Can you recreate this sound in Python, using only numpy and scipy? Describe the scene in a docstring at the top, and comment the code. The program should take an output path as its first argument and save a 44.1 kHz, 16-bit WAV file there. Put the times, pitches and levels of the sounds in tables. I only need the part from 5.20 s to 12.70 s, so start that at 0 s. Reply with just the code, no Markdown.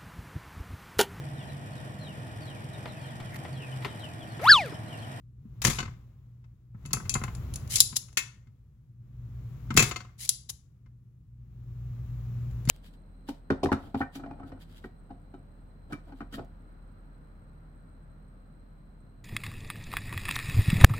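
"""A spring-loaded desoldering pump is fired three times and re-cocked twice over a circuit board.
Its piston rushes up the barrel and slams home, exciting the damped modes of spring and barrel; the
plunger scrapes in, latches and slides back. The loose board knocks on its chassis and rings.
A low mains hum swells and sinks; the small room reverberates into two close microphone ports."""
import sys
import numpy as np
from scipy import signal
from scipy.fft import rfft, irfft
from scipy.io import wavfile

SR = 44100
rng = np.random.default_rng(int(sys.argv[2]) if len(sys.argv) > 2 else 0)


def transcribe(u):
    """Save the signal u as a 16-bit wav file named by the first command-line argument.

    u: samples, shape (n,) or (channels, n), limited to [-1, 1]; the rate is SR.
    q: integer samples, one column per channel.
    """
    v = np.clip(np.atleast_2d(u).T, -1, 1)
    q = np.round(v * 32767).astype(np.int16)
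    wavfile.write(sys.argv[1], SR, q)


N = 330750
TIME = np.arange(N) / SR
BLOW_TIME = TIME[:SR // 2]

# Modes of the board on its chassis. Each row: frequency in Hz, level in dB, t60 in seconds.
BOARD_MODES = [(36, -10, .25), (58.5, -7, .15), (103.04, -4.5, 0.24), (134.37, 2.5, 0.14), (172, -4, 0.081),
               (220.9, -1.5, .1), (310, -12, 0.08), (349.4, -9.5, 0.082), (403, -9.5, 0.07),
               (507, -10, 0.077), (725, -12, 0.17), (1045, -1.5, 0.065), (1303, -2.5, 0.097),
               (1513, -4.5, 0.058), (2095, -0.5, 0.071), (2600, -6, 0.081), (2940, -5, 0.05),
               (3675, -10, .06), (4420, -8, .08), (6200, -16, 0.055), (6900, -11, .06)]
# Modes of spring and barrel. Each row: frequency in Hz, level in dB, t60 in seconds.
PUMP_MODES = [(1140, -16.5, .16), (1745, -14.5, 0.085), (2131, -11, .17), (2420, -4.5, .12), (2610, 2, .19),
              (2220, -13.5, 0.16), (2015, -13, .13), (2960, -18, .16), (3260, -12.5, 0.15),
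              (4280, -12, 0.09), (4740, -16, 0.13), (6340, -11.5, 0.058), (6305, -10.5, 0.14),
              (6230, -9, 0.1), (7100, -9, 0.11), (6770, -7, .1), (7290, -8, 0.14), (7230, -9, .1),
              (9560, -16.5, .08), (10690, -12, 0.14)]
# Lone snaps of the spring. Each row: time in seconds, level in dB, relative thump and ring in dB,
# t60 in seconds.
LONE_SNAPS = [(0.418, -27, -15, -15, 0.058), (2.9717, -19.5, -26, -3.5, 0.085)]
# Firings on the board. Each row: time in seconds, level in dB, relative ring in dB.
FIRINGS = [(0.4489, -12.5, -19.5), (4.5739, -8, -5.5), (7.498, -7, -7.5)]
# Cockings of the plunger. Each row: latch time in seconds, levels of latch, scrape and eased scrape
# in dB, back-stop time in seconds, its level in dB.
COCKINGS = [(2.6034, 1.5, -29, -29.5, 2.7675, -13), (5.091, -7.5, -39, -48, 5.3, -24)]


def amp(db):
    """Amplitude ratio of a level in decibels."""
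    return 10 ** (np.asarray(db) / 20)


def along(hz, points):
    """Interpolation of (Hz, value) points on a logarithmic frequency axis."""
    f, value = np.transpose(points)
    return np.interp(np.log(np.maximum(hz, 1)), np.log(f), value)


def response(points, size=2048):
    """Minimum-phase impulse response of unit energy, shaped by (Hz, dB) points."""
    cepstrum = irfft(np.log(amp(along(np.fft.rfftfreq(size, 1 / SR), points))))
    cepstrum[1:size // 2] *= 2
    cepstrum[size // 2 + 1:] = 0
    h = irfft(np.exp(rfft(cepstrum)))
    return h / np.linalg.norm(h)


def coloured(x, points, size=2048):
    """Convolution shapes the spectrum of both channels and conserves the power of white noise."""
    return signal.fftconvolve(x, response(points, size)[None], axes=1)[:, :x.shape[1]]


def port_noise(count, coherent_hz=700):
    """Spatial coherence: white noise at two ports is alike in the bass, unrelated in the treble."""
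    mid, side = rfft(rng.standard_normal((2, count)))
    coherence = 1 / (1 + (np.fft.rfftfreq(count, 1 / SR) / coherent_hz) ** 2)
    mid, side = mid * np.sqrt(1 + coherence), side * np.sqrt(1 - coherence)
    return irfft(np.array([mid + side, mid - side]), count) / np.sqrt(2)


def fade(t60):
    """Exponential damping: the level falls 60 dB in t60 seconds."""
    return np.exp(-np.log(1000) * BLOW_TIME / max(t60, .002))


def burst(t60, rise_s):
    """Broadband excitation: the dense chatter of a hard contact as quickly dying noise."""
    return port_noise(len(BLOW_TIME)) * fade(t60) * (1 - np.exp(-BLOW_TIME / rise_s))


def ring(modes, colour, scatter_db, spread_hz=1300):
    """Modal superposition: damped sines weighted by the spectrum of the blow."""
    out = 0
    for hz, db, t60 in modes:
        size, polarity, *lag = rng.standard_normal(4)
        # high modes reach the two ports out of step
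        phase = 2 * np.pi * hz * BLOW_TIME + np.array(lag)[:, None] * hz / spread_hz
        envelope = fade(t60) * (1 - np.exp(-(2 * hz * BLOW_TIME) ** 2))  # half a cycle to build up
        gain = np.sign(polarity) * amp(db + along(hz, colour) + scatter_db * size)
        out = out + gain * envelope * np.sin(phase)
    return out


def add(track, s, sound):
    """Superposition of a sound on the track at s seconds."""
    start = int(np.clip(s * SR, 0, N - 1))
    track[:, start:start + sound.shape[1]] += sound[:, :N - start]


def swelling(hum_lead_s=.1):
    """Exponential relaxation: the dB levels of rumble, hum and hiss ease up, then sink back to rest."""
    # Each row: start, end and rise time in seconds, gains of rumble, hum and hiss in dB.
    swells = [(0.146, .66, 0.23, 17, 18.5, 23), (1.53, 2.56, .12, 18, 10, 29.5),
              (3.77, 4.62, 0.34, 16, 21.5, 26.5), (6.138, 7.6, 0.39, 15.5, 22.5, 25.5)]
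    levels = np.array([[-54.5], [-57], [-91]])
    sink_s = np.array([[.16], [.2], [.42]])
    t = np.array([TIME, TIME + hum_lead_s, TIME])
    for start, end, rise_s, *gains_db in swells:
        rise = 1 - np.exp(-np.clip(t - start, 0, end - start) / rise_s)
        sink = np.exp(-np.maximum(t - end, 0) / sink_s)
        levels = levels + np.array(gains_db)[:, None] * rise * sink
    return levels


def background(waver_db=-2.5, waver_hz=6, microphone_db=-90):
    """Line and continuous spectra: mains hum, rumble and hiss swell over steady microphone noise."""
    # Spectra of rumble, hiss and hum. Each row: frequency in Hz, level in dB.
    rumble_colour = [(12, -51), (20, -24), (43, -7.5), (60, -2.5), (86, -6), (108, -4), (123, -1.5),
                     (166, -16), (362, -34.5), (500, -39.5), (650, -72), (1100, -120)]
    hiss_colour = [(210, -34), (350, -5), (633, -10.5), (928, -14), (1160, -11.5), (1570, -18), (3980, -25),
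                   (4520, -28.5), (7190, -27.5), (8310, -36.5), (13600, -27), (16000, -26.5)]
    hum_lines = [(57.5, -3), (119.5, -0.5), (239, -27), (357, -35.5)]
    rumble_db, hum_db, hiss_db = swelling()
    rumble = coloured(port_noise(N), rumble_colour + [(900, -71), (3000, -110)], size=16384)
    hiss = coloured(port_noise(N), hiss_colour)
    hum = 0
    for hz, db in hum_lines:
        waver = np.interp(TIME * waver_hz, np.arange(100), rng.standard_normal(100))
        hum = hum + amp(db + waver_db * waver) * np.sin(2 * np.pi * (hz * TIME + rng.random()))
    noise = amp(rumble_db) * rumble + amp(hiss_db + 4.5) * hiss + amp(microphone_db) * port_noise(N)
    return noise + np.sqrt(2) * amp(hum_db - 2.5) * hum


def board_landings():
    """Rebound: a knock and any evenly spaced bounces, each with more thump and less edge."""
    # Each row: time in seconds, level in dB, relative thump and edge in dB, number of bounces,
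    # gap in seconds, loss per bounce in dB.
    knocks = [(0.252, -69.5, 33.5, -11.5, 0, 0, 0.5), (0.586, -22, -14, 4, 0, 0, 0.5),
              (.602, -26.5, -3, 5.5, 3, .0255, 4.5), (1.241, -58.5, 2, -4, 0, 0, 0),
              (1.546, -51.5, 15.5, -29, 0, 0, 0), (1.653, -43.5, 8, 8, 1, .054, -2.5),
              (1.734, -26, -2.5, -20, 2, .033, 5.5), (1.854, -39, 6.5, -7, 0, 0, 0),
              (1.953, -21, -3, -15, 1, .0615, 10.5), (2.0366, -26.5, -6, -7.5, 1, .043, 5),
              (2.726, -40, 1.5, -2, 0, 0, 2), (2.884, -53.5, -6.5, 5, 0, 0, 0),
              (3.27, -60, 13, -2.5, 0, 0, -4), (4.5045, -26, 4.5, -7, 0, 0, 0),
              (4.55, -43, 23, -2.5, 0, 0, 0), (4.7118, -24, -15, 2, 0, 0, 0),
              (4.76, -26, -11.5, 7.5, 3, .0435, 10), (5.66, -59.5, 12, -7.5, 0, 0, -1.5),
              (7.474, -39, 19, 1, 0, 0, 0)]
    for s, db, thump_db, edge_db, bounces, gap_s, loss_db in knocks:
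        for k in range(1 + round(bounces)):
            yield s + k * gap_s, db - k * loss_db, thump_db + 1.5 * k, edge_db - 6 * k


def board_knocks():
    """Plate vibration: the board drops on its chassis, giving a hollow clack and ringing bending modes."""
    # Spectrum of the clack. Each row: frequency in Hz, level in dB.
    clack_colour = [(150, -8), (400, -8.5), (650, -11), (1050, 1), (1400, -1), (1750, -7), (2100, -5),
                    (3200, -10), (7000, -12.5), (9000, -23), (16000, -34.5)]
    clacks, board = np.zeros((2, 2, N))
    for s, db, thump_db, edge_db in board_landings():
        edge = [(1800, 0.0018), (4000, edge_db)]
        colour = [(hz, level + along(hz, edge)) for hz, level in clack_colour]
        add(clacks, s, amp(db - 3.5) * coloured(burst(0.049, rise_s=0.0034), colour))
        thump = [(200, thump_db + 6.5), (600, 0.0084)]  # a soft push favours the low modes
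        add(board, s, amp(db - 12) * ring(BOARD_MODES, thump + edge, scatter_db=3))
    return clacks, board


def piston_strokes(rush_s=.011, draw_s=.135, push_s=.113, grip_s=.022, ease_s=.03, back_s=.012):
    """Piston travel: start and end in seconds, their levels in dB, low edge in Hz, treble gain in dB."""
    for s, db, _ in FIRINGS:  # air rushes in before the slam and dies away after it
        yield s - rush_s, s, db - 18, db - 18, 280, 1.5
        yield s, s + draw_s, -30, -46.5, 600, -1.5
    for s, db, *_ in LONE_SNAPS:
        yield s - .0027, s, db - 35, db - 18, 280, -1.5
    # the push takes hold, builds up and eases before the latch; then the plunger slides back
    for latch_s, _, db, eased_db, stop_s, stop_db in COCKINGS:
        gripped_s, gripped_db = latch_s - push_s + grip_s, db - 6
        yield latch_s - push_s, gripped_s, gripped_db - 19.5, gripped_db, 1900, 3.5
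        yield gripped_s, latch_s - ease_s, gripped_db, db, 1900, 3.5
        yield latch_s - ease_s, latch_s, eased_db, eased_db - 3, 3200, -3.5
        yield stop_s - back_s, stop_s, stop_db - 17.5, stop_db - 8.5, 3200, -3.5


def barrel(x, open_hz=960, rise_per_s=2.8, reflection=0.38, paths=4):
    """Comb filtering: reflections in the air column give resonances that rise as the column shortens."""
    round_trip_s = 1 / (open_hz * (1 + rise_per_s * BLOW_TIME))
    out = 0
    for k in range(paths):
        delayed = [np.interp(BLOW_TIME - k * round_trip_s, BLOW_TIME, side, left=0) for side in x]
        out = out + reflection ** k * np.array(delayed)
    return out


def piston_slides(rough_db=2.5, slips_per_s=450, bass_db=-18):
    """Friction and flow noise: the seal scrapes in tiny slips while air hisses through the nozzle."""
    # Spectrum of the scrape. Each row: frequency in Hz, level in dB.
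    scrape_colour = [(300, 4), (2100, -4), (3000, -4), (4000, -1.5), (5000, -0.5), (7200, -1.5),
                     (8600, -5.5), (10000, -0.5), (12500, -8), (16000, -19)]
    out = np.zeros((2, N))
    hz = np.geomspace(200, 16000, 60)
    for start, end, start_db, end_db, edge_hz, top_db in piston_strokes():
        length = max(end - start, .004)
        slips = np.interp(BLOW_TIME * slips_per_s, np.arange(1000), rng.standard_normal(1000))
        push = amp(np.interp(BLOW_TIME, [0, length], [start_db, end_db]) + rough_db * slips)
        gate = np.clip(BLOW_TIME / 0.006, 0, 1) * np.clip((length - BLOW_TIME) / 0.0041 + 1, 0, 1)
        # little sound escapes below the low edge
        shelf_db = 20 * np.log10(amp(bass_db) + 1 / (1 + (edge_hz / hz) ** 6))
        db = along(hz, scrape_colour) + shelf_db + along(hz, [(5000, 0.0027), (9500, top_db)])
        scrape = barrel(port_noise(len(BLOW_TIME)) * push * gate)
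        add(out, start, amp(-2) * coloured(scrape, np.column_stack([hz, db])))
    return out


def piston_blows():
    """Impact and rebound: the slam and after-blows of each firing, then the lone snaps."""
    # Each row: delay in seconds, relative level, thump and extra ring in dB, t60 in seconds.
    slam = [(0, 0, -5, -1, .045), (.0195, -9, -6, 5.5, .06), (.027, -12.5, 5, 4, .04),
            (.05, -13, -3.5, 0.5, .085)]
    for s, db, ring_db in FIRINGS:
        for delay_s, relative_db, thump_db, extra_db, t60 in slam:
            yield s + delay_s, db + relative_db, thump_db, ring_db + extra_db, t60
    yield from LONE_SNAPS


def piston_snaps():
    """Impulsive excitation: the piston cracks against its stop, kicks the board and rings the spring."""
    # Spectrum of the crack. Each row: frequency in Hz, level in dB.
    crack_colour = [(120, -14), (200, -7), (400, -9.5), (700, -16), (1250, -10), (2000, -10.5), (2700, -13),
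                    (3600, -11), (5700, -11), (6900, -7), (8400, -17.5), (10100, -15.5), (16000, -25.5)]
    blows, spring = np.zeros((2, 2, N))
    for s, db, thump_db, ring_db, t60 in piston_blows():
        # fired in the air, away from the board, the crack has less bass
        bass = [(500, 0.49 * min(thump_db + 6.5, 0)), (2000, 0.003)]
        colour = [(hz, level + along(hz, bass)) for hz, level in crack_colour]
        crack = amp(-1) * coloured(burst(t60, rise_s=0.00045), colour)
        kick = amp(thump_db) * ring(BOARD_MODES, [(500, -5), (1000, -20.5)], scatter_db=2.5)
        add(blows, s, amp(db) * (crack + kick))
        ringing = ring(PUMP_MODES, [(3000, -5), (7000, -4.5), (10000, -13.5)], scatter_db=-2.5)
        add(spring, s, amp(db + ring_db) * ringing)
    return blows, spring


def plunger_clicks(reference_db=-20):
    """Brief contact, wide spectrum: small hard parts tick, rattle and excite the pump's high modes."""
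    # Loose clicks of trigger and plunger. Each row: time in seconds, level in dB, relative treble
    # and ring in dB.
    loose_clicks = [(1.6593, -36, -25, -6.5), (1.7313, -13, -10, -6.5), (1.8944, -17, -25, -3),
                    (1.94, -18.5, -27.5, -2.5), (2.0376, -29, -23, -14), (2.15, -35.5, -36, -12),
                    (2.3382, -28, -18.5, -18.5), (2.358, -26.5, -14, -14.5), (2.4758, -41.5, -10.5, -17),
                    (2.5572, -9.5, -25, -12), (2.928, -46.5, -31, -8), (4.5413, -35.5, -0.5, -21.5),
                    (4.6343, -33.5, 2, -26), (4.691, -31.5, 3, -19), (7.3108, -53, -14.5, -17),
                    (7.453, -43, -22.5, -7)]
    # Spectrum of the tick. Each row: frequency in Hz, level in dB.
    tick_colour = [(200, -16.5), (900, -17), (2500, -14), (3500, -7.5), (5000, -4), (6000, -4), (7300, -1),
                   (8600, -14), (10200, 0), (12000, -9), (16000, -17.5)]
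    contacts = list(loose_clicks)
    for latch_s, latch_db, _, _, stop_s, stop_db in COCKINGS:
        contacts += [(latch_s, latch_db, -14.5, -25.5), (stop_s, stop_db, -13.5, -31)]
    ticks, metal = np.zeros((2, 2, N))
    for s, db, top_db, ring_db in contacts:
        force_db = db - reference_db  # a harder click is thinner and rattles slightly longer
        body_db = -8.55 - .95 * force_db
        rattle_t60 = .033 * np.exp(.008 * force_db)
        tilt = [(2000, body_db), (3500, 0), (10500, 0), (13000, 0.61 * (top_db + 11.5))]
        colour = [(hz, level + along(hz, tilt)) for hz, level in tick_colour]
        tick = amp(-1.5) * burst(0.002, rise_s=.0001)
        rattle = amp(-6.5) * burst(rattle_t60, rise_s=0.0002)
        add(ticks, s, amp(db) * coloured(tick + rattle, colour))
        add(metal, s, amp(db + ring_db) * ring(PUMP_MODES, [(2600, -24), (4200, -6)], scatter_db=-1))
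    return ticks, metal


def room(x, build_s=0.0064):
    """Diffuse reverberation: sound from either side returns to both ports as a decaying noise tail."""
    # Reverberation times. Each row: frequency in Hz, t60 in seconds.
    decay_times = [(100, .3), (1000, 0.43), (2200, 0.4), (4000, 0.34), (7000, 0.33), (10500, 0.28),
                   (16000, 0.12)]
    out = 0
    for side in x:
        hz, t, cells = signal.stft(port_noise(SR), SR, nperseg=256)
        decay = np.exp(-np.log(1000) * t / along(hz, decay_times)[:, None])
        tail = signal.istft(cells * decay, SR)[1][:, :SR]
        tail = tail * (1 - np.exp(-(TIME[:SR] / build_s) ** 2))
        out = out + signal.fftconvolve(side[None], tail / np.linalg.norm(tail), axes=1)[:, :N]
    return out


def scene():
    """Superposition of the direct sound of pump and board, its reverberation and the background."""
    snap, spring = piston_snaps()
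    click, metal = plunger_clicks()
    knock, board = board_knocks()
    slide = piston_slides()
    ringing = spring + metal + board
    # only a little of the ringing reaches the room
    radiated = amp(-13.5) * (snap + knock) + amp(-14.5) * click + amp(-21) * slide + amp(-24) * ringing
    return snap + click + knock + slide + ringing + room(radiated) + background()


def record(dry, top_hz=16000):
    """Port resonance colours each channel; the loudest peaks clip and a low-pass cuts the top."""
    # Responses of the microphone ports. Each row: frequency in Hz, left and right gain in dB.
    ports = [(60.7, -2, -2.5), (198, 3, 1.73), (450, 1.5, -4), (1250, 3.5, 1), (2200, 5, 0.5),
             (3400, 4.5, -4.5), (6300, 5.5, -13.5), (7770, 6, -7.5), (8700, -4, 3), (10100, -5.5, 5.5),
             (11500, 0.5, 1.5), (16220, 2.5, 2.5)]
    hz, *sides = np.transpose(ports)
    heard = []
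    for x, db in zip(dry, sides):
        h = response(np.column_stack([hz, db]))
        heard.append(signal.fftconvolve(x, h * amp(db[0]) / h.sum())[:N])
    low_pass = signal.ellip(8, .2, 70, top_hz, fs=SR, output="sos")
    return signal.sosfilt(low_pass, np.clip(heard, -1, 1))


dry = scene()
out = record(dry)
transcribe(out)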